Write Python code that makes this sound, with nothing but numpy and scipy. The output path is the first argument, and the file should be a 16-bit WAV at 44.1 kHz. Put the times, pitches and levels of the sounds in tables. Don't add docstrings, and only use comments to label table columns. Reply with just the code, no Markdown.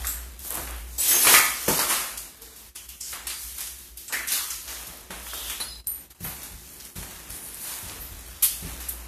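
import sys
import numpy as np
from scipy import signal
from scipy.io import wavfile
from scipy.ndimage import uniform_filter1d

SR = 44100
rng = np.random.default_rng(int(sys.argv[2]) if len(sys.argv) > 2 else 0)


def level_to_linear(level):
    exponent = np.asarray(level, float) / 20
    return 10 ** exponent


def wav_record(signal):
    frames = np.transpose(np.atleast_2d(signal))
    bounded = np.clip(frames, -1, 1)
    quanta = np.round(bounded * 32767).astype(np.int16)
    wavfile.write(sys.argv[1], SR, quanta)


N = 399987
TIME = np.arange(N) / SR


def rms_one(x):
    return x / np.sqrt(np.mean(x ** 2) + 1e-20)


def band(x, low_hz, high_hz, order=2):
    edges = [low_hz, min(high_hz, 0.45 * SR)]
    return signal.sosfilt(signal.butter(order, edges, "band", fs=SR, output="sos"), x)


def ring(x, hz, t60):
    r = level_to_linear(-60 / (t60 * SR))
    w = 2 * np.pi * hz / SR
    return signal.lfilter([0, np.sin(w)], [1, -2 * r * np.cos(w), r * r], x + 1e-18)


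def add(out, s, sound):
    i = round(s * SR)
    out[i:i + len(sound)] += sound[:N - i]


def drift(rate_hz):
    r = np.exp(-80 * np.pi * rate_hz / SR)
    settle = 2000
    slow = signal.lfilter([1], [1, -2 * r, r * r], rng.standard_normal(N // 40 + settle + 2))[settle:]
    return np.interp(np.arange(N) / 40, np.arange(len(slow)), rms_one(slow))


def grit(size, per_s, spread_db):
    size_db = spread_db * np.minimum(rng.exponential(1, size), 4)
    fractures = level_to_linear(size_db) * rng.choice([-1, 1], size)
    return rms_one(fractures * (rng.random(size) < per_s / SR))


FINE_DB = [-32.5, -27, -13, -2]
COARSE_DB = [-4.5, -7, -10, -6.5]
MIXED_DB = [-10.5, 0.5, 0.5, -0.4]


def colour_db(coarseness):
    fine, coarse, mixed = np.c_[FINE_DB], np.c_[COARSE_DB], np.c_[MIXED_DB]
    return fine + coarseness * (coarse - fine) + 4 * coarseness * (1 - coarseness) * mixed


# time_s [s], scrape_db [dB], coarseness [0-1]
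SHUFFLE = [(0.0, -35, 0.89), (0.25, -41.5, 0.85), (0.8, -58, 0.7), (1.5, -45, 0.6), (1.75, -26, 0.72),
           (2.25, -43, 0.88), (2.5, -48, 0.87), (2.9, -44.5, 0.72), (3.8, -44.5, 0.65),
           (4.047, -51.5, 0.87), (4.55, -35.5, 0.04), (5.15, -47, 0.98), (5.95, -46.5, 0.82),
           (6.5, -44, 0.91), (6.85, -42.5, 0), (7.3, -42, 0.87), (8.2, -40, 0.76), (9.07, -43.5, 0.89)]
# hardest_s [s], scrape_db [dB], rise_s [s], fall_s [s], coarseness [0-1]
STROKES = [(0.0, -39, .05, 0.39, .6), (0.45, -32.5, 0.059, 0.64, 0), (0.58, -32, 0.17, 0.26, 0.88),
           (1.09, -16.5, 0.054, 0.35, 0.1), (1.158, -26, 0.17, 0.15, 0.94), (1.291, -11, 0.13, 0.22, 0.74),
           (1.34, -12, 0.082, 0.099, 0.73), (1.39, -14.5, 0.33, 0.017, 0.3), (1.45, -25.5, 0.087, 1, 0.64),
           (1.84, -27, 0.5, 0.092, 0.65), (1.891, -20, 0.033, 0.2, 0.6), (3.13, -31.5, 0.37, 0.12, 0.3),
           (3.42, -30.5, 0.12, 0.52, 0.28), (3.62, -38.5, 0.23, 0.24, 0.65),
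           (4.14, -24.5, 0.031, 0.22, 0.78), (4.33, -18.5, 0.055, 0.21, 0.53),
           (4.7, -32, 0.087, 0.56, 0.77), (4.9, -46, 0.48, 0.68, 1), (5.3, -33.5, 0.28, 0.54, 0.26),
           (5.49, -29.5, 0.18, 0.24, 0.6), (6.23, -35.5, 0.048, 0.77, 0.44), (7.12, -39, 0.86, 0.7, 0.86),
           (7.68, -30.5, 0.24, 0.48, 0), (7.88, -40, 0.087, 0.56, 0.93), (8.681, -35, 0.19, 0.56, 0.82)]
STROKE_FALL_DB = 20


def scrape_db():
    step = TIME[::64]
    s, db, coarseness = np.transpose(SHUFFLE)
    shuffle_db = np.interp(step, s, db) + colour_db(np.interp(step, s, coarseness))
    power = level_to_linear(2 * shuffle_db)
    for s, db, rise, fall, coarseness in STROKES:
        away = np.where(step < s, (s - step) / max(rise, 0.01), (step - s) / max(fall, 0.01))
        power = power + level_to_linear(2 * (db - STROKE_FALL_DB * away + colour_db(coarseness)))
    return np.array([np.interp(TIME, step, 10 * np.log10(p)) for p in power])


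DRAG_EDGES_HZ = [250, 900, 3000, 7000, 17000]


def drag():
    together = drift(5.1)
    noises = 0.82 * grit(N, per_s=1500.0, spread_db=8.5) + rng.standard_normal((2, N))
    edges = np.geomspace(250, 17000, 13)
    width = np.diff(DRAG_EDGES_HZ)
    per_hz_db = scrape_db() - 10 * np.log10(width)[:, None]
    centres = np.log(DRAG_EDGES_HZ[:-1] + 0.4 * width)
    out = 0
    for k, (low_hz, high_hz) in enumerate(zip(edges, edges[1:])):
        place = np.interp(np.log(low_hz * high_hz) / 2, centres, range(4))
        below = min(int(place), 2)
        db = per_hz_db[below] + (place - below) * (per_hz_db[below + 1] - per_hz_db[below])
        flicker_db = 0.74 * drift(14.0)
        out = out + level_to_linear(db + flicker_db) * band(noises[k % 2], low_hz, high_hz)
    return out * level_to_linear(0.41 * together + 10 * np.log10(SR / 2) - 1.0)


# start_s [s], peak_db [dB], brightest_hz [Hz], t60_s [s]
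GRIT_CRACKS = [(0.068, -16.5, 11900, 0.41), (0.39, -28, 13300, 0.85), (2.173, -18, 11500, 0.44),
               (2.416, -29.5, 14050, 0.83), (2.561, -30, 13500, 0.95), (2.888, -24, 13000, 0.25),
               (3.009, -33, 7300, 0.7), (3.6062, -18.5, 10300, 0.5), (3.668, -21.5, 11500, 0.3),
               (3.784, -31, 13100, 1), (3.9712, -25, 12900, 1), (4.08, -26, 9000, 0.56),
               (4.274, -17, 12000, 0.5), (4.281, -17, 6500, 1), (4.5014, -19.5, 7040, 0.65),
               (4.317, -12, 11500, 0.63), (6.848, -28, 10800, 0.2)]
# start_s [s], peak_db [dB], plaster_db [dB re peak], brightest_hz [Hz], t60_s [s]
PLASTER_CRACKS = [(0.0467, -17, -19, 13200, 0.21), (1.112, -10.5, -15, 3400, 0.65),
                  (1.2236, -10, -22, 10400, 0.15), (2.755, -22.5, -14, 10800, 0.36),
                  (3.2676, -16, -11.5, 9700, 0.61), (3.2987, -17, -26, 4800, 0.43),
                  (3.5807, -21.5, -9, 11800, 0.87), (4.676, -24.5, -7, 6860, 1),
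                  (5.2624, -29, -6, 3320, 0.37), (5.497, -17, -27, 3540, 0.48),
                  (6.103, -29, -11, 12700, 0.45), (6.419, -30, -14, 6640, 0.21),
                  (6.432, -24.5, -13, 11800, 0.49), (6.799, -28.5, -24, 5860, 0.25),
                  (7.3, -24.5, -16, 10800, 0.7), (8.8014, -24.5, -9.5, 12500, 0.9)]
# start_s [s], peak_db [dB], board_db [dB re peak], plaster_db [dB re peak], t60_s [s]
HEAVY_CRACKS = [(0.447, -32, 4.5, -29, 0.29), (0.5056, -26, 3.5, -4, 1), (0.5534, -20, 6, -17, 0.05),
                (0.5712, -28.5, 12, -27, 0.5), (0.6733, -37, 11, 10.5, 1), (0.982, -15, -13.5, -40, 0.97),
                (1.268, -4, -1, 0, 0.37), (1.3429, -1.5, -32, -4.5, 0.56), (1.68, -7, -0.5, -9.5, 0.85),
                (1.7904, -9, -6.5, -7, 0.58), (1.9008, -9, -8.5, -3.5, 0.89), (3.127, -30, 1.5, 6.5, 0.78),
                (4.124, -13, -8.5, -11, 0.21), (4.868, -25, -17, -27, 0.22), (5.104, -25.5, 1.5, 0.5, 0.76),
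                (5.3333, -20.5, -5.5, -16, 0.97), (5.6006, -19.5, -2, -4, 0.37), (6.244, -28.5, 4, 1, 0.87),
                (6.9588, -25, -7.5, -8, 0.89), (7.027, -24.5, 3.5, -4, 0.13), (7.8994, -31.5, 3, -1, 0.52)]


def crack_list():
    rows = []
    for s, db, hz, t60 in GRIT_CRACKS:
        rows.append((s, db, -50, -45, hz, t60))
    for s, db, plaster_db, hz, t60 in PLASTER_CRACKS:
        rows.append((s, db, -23.5, plaster_db, hz, t60))
    for s, db, board_db, plaster_db, t60 in HEAVY_CRACKS:
        hz = np.clip(10400 - 96 * (plaster_db - 5.5), 3000, 13000)
        rows.append((s, db, board_db, plaster_db, hz, t60))
    return sorted(rows)


def cracks():
    out, t = np.zeros(N), np.arange(SR // 3) / SR
    for s, db, board_db, plaster_db, hz, t60 in crack_list():
        noise = 0.21 * grit(len(t), per_s=2800.0, spread_db=-6.5) + rng.standard_normal(len(t))
        piece = ring(noise, hz, 14.0 / hz)
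        bright = rms_one(band(noise, 0.22 * hz, 13600)) + 0.55 * rms_one(piece)
        plaster = level_to_linear(plaster_db + 0.5) * rms_one(band(noise[::-1], 820, 3300))
        board = level_to_linear(board_db - 4.0) * rms_one(band(noise, 250, 1540))
        onset = 1 - np.exp(-t / 0.0018)
        direct = 1 + 0.8 * np.exp(-t / 0.004)
        decay = level_to_linear(-60 * t / max(t60, 0.02)) * (1 - (t / t[-1]) ** 4)
        add(out, s, level_to_linear(db - 14.0) * onset * direct * decay * (rms_one(bright) + plaster + board))
    return out


# start_s [s], peak_db [dB], pitch_hz [Hz]
SNAPS = [(0.0457, -18, 1400), (0.07, -12, 7500), (0.0753, -16, 12900), (0.0918, -19, 7800),
         (0.1136, -19, 8100), (0.1236, -18, 8200), (0.3929, -28, 12600), (0.4038, -26, 9800),
         (0.4381, -28, 11700), (0.5058, -12, 11000), (0.5236, -17, 10600), (0.543, -18, 8700),
         (0.5464, -18, 10900), (0.5513, -16, 10400), (0.5548, -12, 10600), (0.5724, -18, 11500),
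         (0.6346, -25, 11200), (0.6747, -22, 1600), (0.709, -23, 12200), (0.7637, -28, 12900),
         (0.9812, -20, 7600), (1.226, -7, 10400), (1.3419, -3, 2300), (1.454, -9, 13100),
         (1.6826, -13, 11600), (1.7751, -12, 12700), (1.782, -17, 4000), (1.7934, -11, 7900),
         (2.1754, -20, 10900), (2.1793, -19, 7300), (2.4196, -28, 13500), (2.5633, -32, 11600),
         (2.7605, -26, 9600), (2.8909, -24, 13200),
         (3.0097, -24, 9600), (3.0123, -21, 9900), (3.1347, -23, 11400), (3.2708, -17, 11600),
              (3.2733, -16, 12000), (3.3994, -23, 11900), (3.5822, -18, 11700), (3.5848, -21, 11600),
              (3.6067, -17, 9800), (3.7871, -28, 10900), (3.9726, -25, 12300), (3.9754, -26, 11100),
              (4.0811, -27, 7700), (4.1256, -17, 2200), (4.2732, -18, 13100), (4.289, -14, 6300),
              (4.32, -11, 11200), (4.3253, -9, 11800), (4.5038, -22, 6100), (4.5061, -17, 6900),
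              (4.8675, -28, 13100), (4.878, -23, 11600), (4.9734, -29, 12500), (5.1066, -21, 1200),
              (5.2285, -30, 13400), (5.267, -23, 1300), (5.315, -26, 12500), (5.3334, -20, 1200),
              (5.4992, -19, 10700), (5.871, -11, 11500), (6.2097, -29, 11500), (6.2438, -24, 13200),
              (6.2475, -20, 13400), (6.2516, -21, 12100), (6.4194, -29, 6600), (6.432, -22, 13500),
              (6.8029, -30, 6000), (6.8089, -28, 5800), (6.8526, -27, 10600), (7.0293, -25, 10600),
              (7.3049, -21, 11100), (7.3248, -23, 10200), (7.3675, -26, 13300), (7.45, -27, 11000),
              (7.462, -28, 10100), (7.4763, -28, 10300), (7.4872, -25, 10800), (7.5447, -22, 9600),
              (7.549, -25, 12600), (7.557, -26, 13100), (7.5715, -29, 12500), (7.6374, -26, 9800),
              (7.8968, -22, 3700), (8.1938, -27, 11900), (8.8038, -23, 13400), (8.8871, -20, 11700),
              (8.8911, -19, 11000), (8.8945, -14, 13300)]


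def snaps():
    out, t = np.zeros(N), np.arange(120) / SR
    for s, db, hz in SNAPS:
        noise = band(rng.standard_normal(len(t)), hz / 1.3, min(hz * 1.3, 14000))
        burst = noise * np.exp(-t / (0.0003 + 1.5 / hz))
        trim_db = np.interp(hz, [1500, 9000], [-3.5, 0.5])
        add(out, s, level_to_linear(db + trim_db) * burst / np.max(np.abs(burst)))
    return out


# start_s [s], peak_db [dB], pitch_hz [Hz], t60_s [s]
KNOCKS = [(1.2690, -10.5, 1110, 0.017), (1.341, -8, 1220, 0.017), (1.3500, -13, 1910, .015),
          (1.3608, -17, 1300, .015), (1.395, -16, 1520, .015), (1.6800, -12.5, 970, .008),
          (1.7910, -18.5, 950, 0.022), (1.9010, -25, 1280, 0.018), (1.9260, -18, 1200, 0.022),
          (4.1250, -26, 1880, .02), (4.143, -24, 2070, .02)]


def knocks():
    out, click = np.zeros(N), np.eye(1, SR // 10)[0]
    for s, db, hz, t60 in KNOCKS:
        t60 = max(t60, 0.003)
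        add(out, s, level_to_linear(db) * (ring(click, hz, t60) + 0.5 * ring(click, 2.13 * hz, 0.71 * t60)))
    return out


def steadied(x, share):
    return x / (uniform_filter1d(x ** 2, SR // 80) + 0.05) ** (share / 2)


# start_s [s], level_db [dB], rise_s [s], t60_s [s], piece [name]
KICKS = [(0.045, -36, 0.00086, 0.73, "lump"), (0.068, -27.5, 0.0014, 0.46, "flake"),
         (0.981, -30, 0.001, 0.37, "corner"), (0.994, -29, 0.00086, 0.83, "shim"),
         (0.986, -20, 0.08, 1, "heap"), (1.074, -24, 0.016, 0.77, "sliver"),
         (1.10, -22, 0.08, 0.4, "strip"), (1.223, -20, 0.012, 0.31, "splinter"),
         (1.34, -27, 0.00054, 0.61, "slab"), (1.68, -40, 0.0014, 0.27, "plank"),
         (1.68, -25, 0.00061, 0.22, "board"), (2.371, -60.5, 0.055, 0.63, "panel"),
         (2.761, -44.5, 0.0022, 0.49, "pebble"), (2.886, -50, 0.0017, 1, "pebble"),
         (3.006, -18, 0.001, 0.82, "crust"), (4.078, -37, 0.0018, 0.27, "crumb"),
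         (4.094, -41, 0.0018, 0.41, "clod"), (4.126, -22, 0.0011, 0.89, "brick"),
         (5.265, -41.5, 0.32, 1, "rubble"), (5.601, -30, 0.0019, 0.55, "tile"),
         (5.870, -12, 0.0008, 0.028, "tick"), (5.871, -27, 0.0032, 0.39, "glass"),
         (7.62, -38.5, 0.13, 0.78, "sand"), (8.422, -12.5, 0.036, 0.12, "burst"),
         (8.429, -19.5, 0.0099, 0.59, "spray"), (8.886, -33, 0.004, 0.071, "speck"),
         (8.893, -49, 0.001, 0.42, "speck")]
# start_s [s], level_db [dB], rise_s [s], t60_s [s],
# piece [name]
SLIDES = [(1.791, -29, .002, 0.68, "tread"), (1.901, -32, .02, 0.78, "tread"),
          (4.502, -34.5, .003, 0.32, "husk"), (6.232, -34, 0.013, 0.45, "dust"),
          (4.28, -36, .004, 0.44, "husk"), (8, -38, .01, 0.42, "dust"), (4.35, -36, 0.027, 0.76, "tread"),
          (1.245, -29, .002, .3, "tread"), (0.45, -34, .04, 0.65, "dust"), (4.3, -30, .03, 0.62, "grain"),
          (7.291, -44, .004, .4, "gravel"), (7.335, -38, 0.009, 0.45, "gravel"),
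          (7.41, -38, .02, 0.9, "gravel"), (6.9, -45, .01, 0.52, "gravel"), (7.6, -37, .03, 1, "gravel"),
          (5.5, -38, .003, .3, "gravel")]
# mode_hz [Hz], level_db [dB], width_hz [Hz]
HARD_PIECES = dict(flake=[(7700, -3.5, 620), (8450, -6, 650), (11500, -5.5, 230), (13000, -2, 400)],
               corner=[(7820, 5.5, 180), (12000, 0, 120)], shim=[(9430, 3, 62), (12800, 0, 64)],
               sliver=[(10140, 2.5, 93), (10440, -2, 53), (10800, -4, 50), (12400, 2, 100), (13300, -9, 80),
               (13800, 1, 100)], strip=[(6385, 8, 45)], splinter=[(10400, 5.5, 490), (7800, -11, 304)],
               slab=[(1247, 4, 106), (952, -10, 63), (1072, -5, 33), (1760, 1, 53), (1980, 3.5, 69),
               (2166, 4.5, 55), (2316, 5, 150), (3160, -2.5, 220), (1600, 4.5, 1500)],
               plank=[(11800, 3, 170), (13600, 0, 150)], board=[(373, 4, 200), (203, -2, 44),
               (880, -2, 110), (600, -6, 98)], panel=[(453, 14.5, 28)], tile=[(4020, 1.5, 80),
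               (4230, -5, 250), (5015, -2, 90), (10400, -5, 50), (10900, -7.5, 72)],
               glass=[(8960, -2.5, 71), (11900, 1.5, 280), (11500, -10, 1600)])
# mode_hz [Hz], level_db [dB], width_hz [Hz]
SOFT_PIECES = dict(lump=[(1490, -3, 680)], heap=[(8400, 4, 11400)], pebble=[(3000, -0.5, 720),
               (6360, -3, 1500)], crust=[(7360, -17.5, 2200), (5240, -22, 1100)], crumb=[(7800, -1, 1000)],
               clod=[(1140, -2, 1100)], brick=[(1915, -9, 440), (1840, -10.5, 940)],
               rubble=[(3420, 19, 1040), (1260, 1, 220)], tick=[(11900, -11, 1500), (6100, -24, 2100),
               (9100, -7, 100)], sand=[(1150, 5.5, 1130), (3550, 8, 3500)], burst=[(11900, 14, 5400),
               (7650, 1.5, 8400), (3320, -2.5, 2500), (1220, -14, 420)], spray=[(10900, -3.5, 4600),
               (4970, -9, 4900)], speck=[(11500, 13.5, 4500)], tread=[(1200, -0.5, 460), (4570, -8, 980)],
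               husk=[(6100, -3, 1200), (10000, 2, 4300)], gravel=[(10000, -0.5, 1500), (13000, -4, 1500)],
               grain=[(3900, 3, 1800)], dust=[(13000, 3.5, 2000), (11100, -5, 2600)])


def shards(events):
    out, t = np.zeros(N), np.arange(SR // 2) / SR
    settle = 2000
    for s, db, rise, t60, piece in events:
        modes = {**HARD_PIECES, **SOFT_PIECES}[piece]
        share = 0.35 if piece in HARD_PIECES else 0
        tone = np.zeros(len(t))
        for hz, mode_db, width in modes:
            skid = rng.standard_normal(len(t) + settle)
            mode = rms_one(band(skid, hz - width / 2, hz + width / 2)[settle:])
            tone += level_to_linear(mode_db) * steadied(mode, share)
        add(out, s, level_to_linear(db - 60 * t / t60) * (1 - np.exp(-t / max(rise, 1e-4))) * tone)
    return out


def chips():
    hits = grit(N, per_s=88.0, spread_db=5.5)
    dealt = rng.integers(0, 12, N)
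    pitches = np.geomspace(5500, 13500, 12) * rng.uniform(0.96, 1.04, 12)
    rings = sum(ring(hits * (dealt == k), hz, 0.025) for k, hz in enumerate(pitches))
    drag_db = scrape_db()[3]
    level_db = drag_db - 9 + 0.6 * np.minimum(drag_db + 25, 0)
    return level_to_linear(level_db) * rms_one(0.5 * rings + room(rings))


# start_s [s], peak_db [dB], pitch_hz [Hz]
HEELS = [(0.574, -40, 135), (1.264, -30, 270), (1.68, -25, 276), (4.875, -42, 120), (5.098, -37.5, 362),
         (6.207, -33, 174), (6.236, -34.5, 127), (6.512, -38.5, 68), (6.959, -34, 163), (6.98, -37, 97),
         (7.019, -47, 202), (7.132, -45, 80), (7.298, -41, 92), (7.827, -41.5, 185), (7.835, -37, 88),
         (7.907, -46, 90), (7.964, -38, 68), (8.01, -43, 75), (8.112, -36, 68), (8.625, -30.5, 174),
         (8.72, -41, 75)]
HEEL_T60_S = 0.12


def heels():
    out, t, t60 = np.zeros(N), np.arange(SR // 2) / SR, HEEL_T60_S
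    push_s = 0.0009
    push = np.exp(-t / push_s) / (push_s * SR)
    for s, db, hz in HEELS:
        puff = rms_one(band(rng.standard_normal(len(t)), 0.55 * hz, 1.96 * hz)) * level_to_linear(-60 * t / (1.84 * t60))
        thump = ring(push, hz, 0.46 * t60)
        thump += 0.35 * ring(push, 2.0 * hz, 0.097 * t60)
        thump += 0.58 * ring(push, max(0.56 * hz, 64), 1.0 * t60)
        add(out, s, level_to_linear(db + 2.5) * (thump + 0.2 * puff))
    return out


ROOM_T60_S, ROOM_DB = 0.44, 2.5


def room(x):
    t = np.arange(SR // 2) / SR
    tail = rng.standard_normal(len(t)) * level_to_linear(-60 * t / ROOM_T60_S) * (t > 0.004)
    return signal.fftconvolve(x, tail / np.sqrt(np.sum(tail ** 2)))[:N]


# mode_hz [Hz], level_db [dB], t60_s [s]
STANDING = [
    (362.3, -75, 0.32),
    (272, -75.5, 0.27),
    (224, -72, 0.12),
]


def standing_waves(x):
    return sum(level_to_linear(db + 18) * ring(x, hz, t60) for hz, db, t60 in STANDING)


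# time_s [s], level_db [dB]
BOOM = [(0.0, -32.5), (0.1, -34.5), (0.3, -40), (0.45, -48.5), (0.73, -34.5), (0.91, -39), (1.15, -53.5),
        (1.51, -47), (1.95, -56.5), (3.21, -49), (4.27, -54.5), (4.6, -51), (5.56, -46), (6.0, -47),
        (6.15, -54), (7.63, -58), (8.3, -44.5), (8.97, -41)]
BOOM_HZ, BOOM_WIDTH_HZ = 59, 6
BOOM_PER_HEEL_DB, BOOM_AFTER_HEEL_S = -24, 0.044
INSIDE_S, DOORWAY_S = 2.54, 5


def boom():
    s, db = np.transpose(BOOM)
    boom_db = np.interp(TIME, s, db)
    stirred = 0
    for s, db, hz in HEELS:
        if s > DOORWAY_S:
            dying = np.exp(-np.abs(TIME - s) / BOOM_AFTER_HEEL_S) * (TIME > s)
            stirred = stirred + level_to_linear(db + BOOM_PER_HEEL_DB) * dying
    t60 = np.log(1000) / (np.pi * BOOM_WIDTH_HZ)
    air = rng.standard_normal(N + SR)
    mode = rms_one(ring(ring(air, BOOM_HZ, t60), BOOM_HZ, t60)[SR:])
    lumpy = rms_one(ring(ring(air[::-1], BOOM_HZ, t60 / 3), BOOM_HZ, t60 / 3)[SR:])
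    faint = np.interp(boom_db, [-48, -42], [0.9, 0])
    mode = np.sqrt(1 - faint) * mode + np.sqrt(faint) * lumpy
    swing = np.sqrt(uniform_filter1d(mode ** 2, SR // 30) + 0.027)
    evenness = np.interp(boom_db, [-50, -41], [0, 0.85])
    return (level_to_linear(boom_db) + stirred) * rms_one(mode / swing ** evenness)


RUMBLE_DB, RUMBLE_FOLLOWS_DRAG, OPEN_ROOM_DB = -65, 0.061, 5


def rumble():
    outside = np.clip(np.maximum(2 * (INSIDE_S - TIME), TIME - DOORWAY_S), 0, 1)
    db = RUMBLE_DB + OPEN_ROOM_DB * outside + RUMBLE_FOLLOWS_DRAG * (scrape_db()[0] + 46.0)
    air = rng.standard_normal(N + SR)
    low = rms_one(band(air, 25, 262)[SR:]) + 0.5 * rms_one(band(air, 50.5, 52.0)[SR:])
    return level_to_linear(db + 5.5) * low


def hum():
    hz = 357
    air = rng.standard_normal(N + SR)
    return level_to_linear(-67) * rms_one(band(air, 0.95 * hz, 1.056 * hz)[SR:])


def scene():
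    scraped = drag() + cracks()
    snapped = snaps() + knocks()
    stepped = heels()
    echoes = room(level_to_linear(ROOM_DB) * stepped + level_to_linear(-4.5) * snapped)
    debris = shards(KICKS) + shards(SLIDES) + chips()
    background = standing_waves(scraped) + boom() + rumble() + hum()
    return (scraped + snapped + debris + stepped + echoes + background)[None]


# reopen_s [s], closing_s [s], depth_db [dB]
GATE = [(0.391, 0.046, -3.5), (2.415, 0.14, -5.5), (2.751, 0.062, -23.5), (2.885, 0.026, -7.5),
        (3.005, 0.06, -10.5), (3.968, 0.076, -5), (5.104, 0.086, -6), (5.843, 0.042, -25),
        (3.266, 0.039, 1), (4.5, 0.044, 0), (5.866, 0.033, -23), (6.101, 0.055, -13), (6.149, 0.027, -15),
        (6.205, 0.14, -14.5), (6.956, 0.078, -13)]


def gate():
    db = np.zeros(N)
    for s, closing, depth_db in GATE:
        corners = [s - closing, s - 0.17 * closing, s - 0.002, s]
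        db += depth_db * np.interp(TIME, corners, [0.0064, 0.71, 0.49, 0.0013])
    return level_to_linear(db)


def dropouts(x):
    hz, _, z = signal.stft(x, SR, nperseg=1024)
    chance = rng.standard_normal(z.shape[1:])
    chance = uniform_filter1d(chance, size=5, axis=0)
    chance = rms_one(uniform_filter1d(chance, size=7, axis=1))
    threshold = np.interp(hz, [1500, 3500, 5200, 7000], [2.3, 1.05, 1.05, 2.8])[:, None]
    gain = np.where(chance > threshold, level_to_linear(-26), 1)
    return signal.istft(z * gain, SR, nperseg=1024)[1][:, :N]


def low_pass(x):
    return signal.sosfilt(signal.butter(12, 15130, fs=SR, output="sos"), x)


def record(dry):
    x = 0.97 * np.tanh(dry * gate() / 0.93)
    x = signal.sosfilt(signal.butter(4, 42, "high", fs=SR, output="sos"), x)
    x = signal.sosfilt(signal.ellip(12, 0.5, 52, 14020, fs=SR, output="sos"), x)
    return low_pass(dropouts(x))


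dry = scene()
out = record(dry)
wav_record(out)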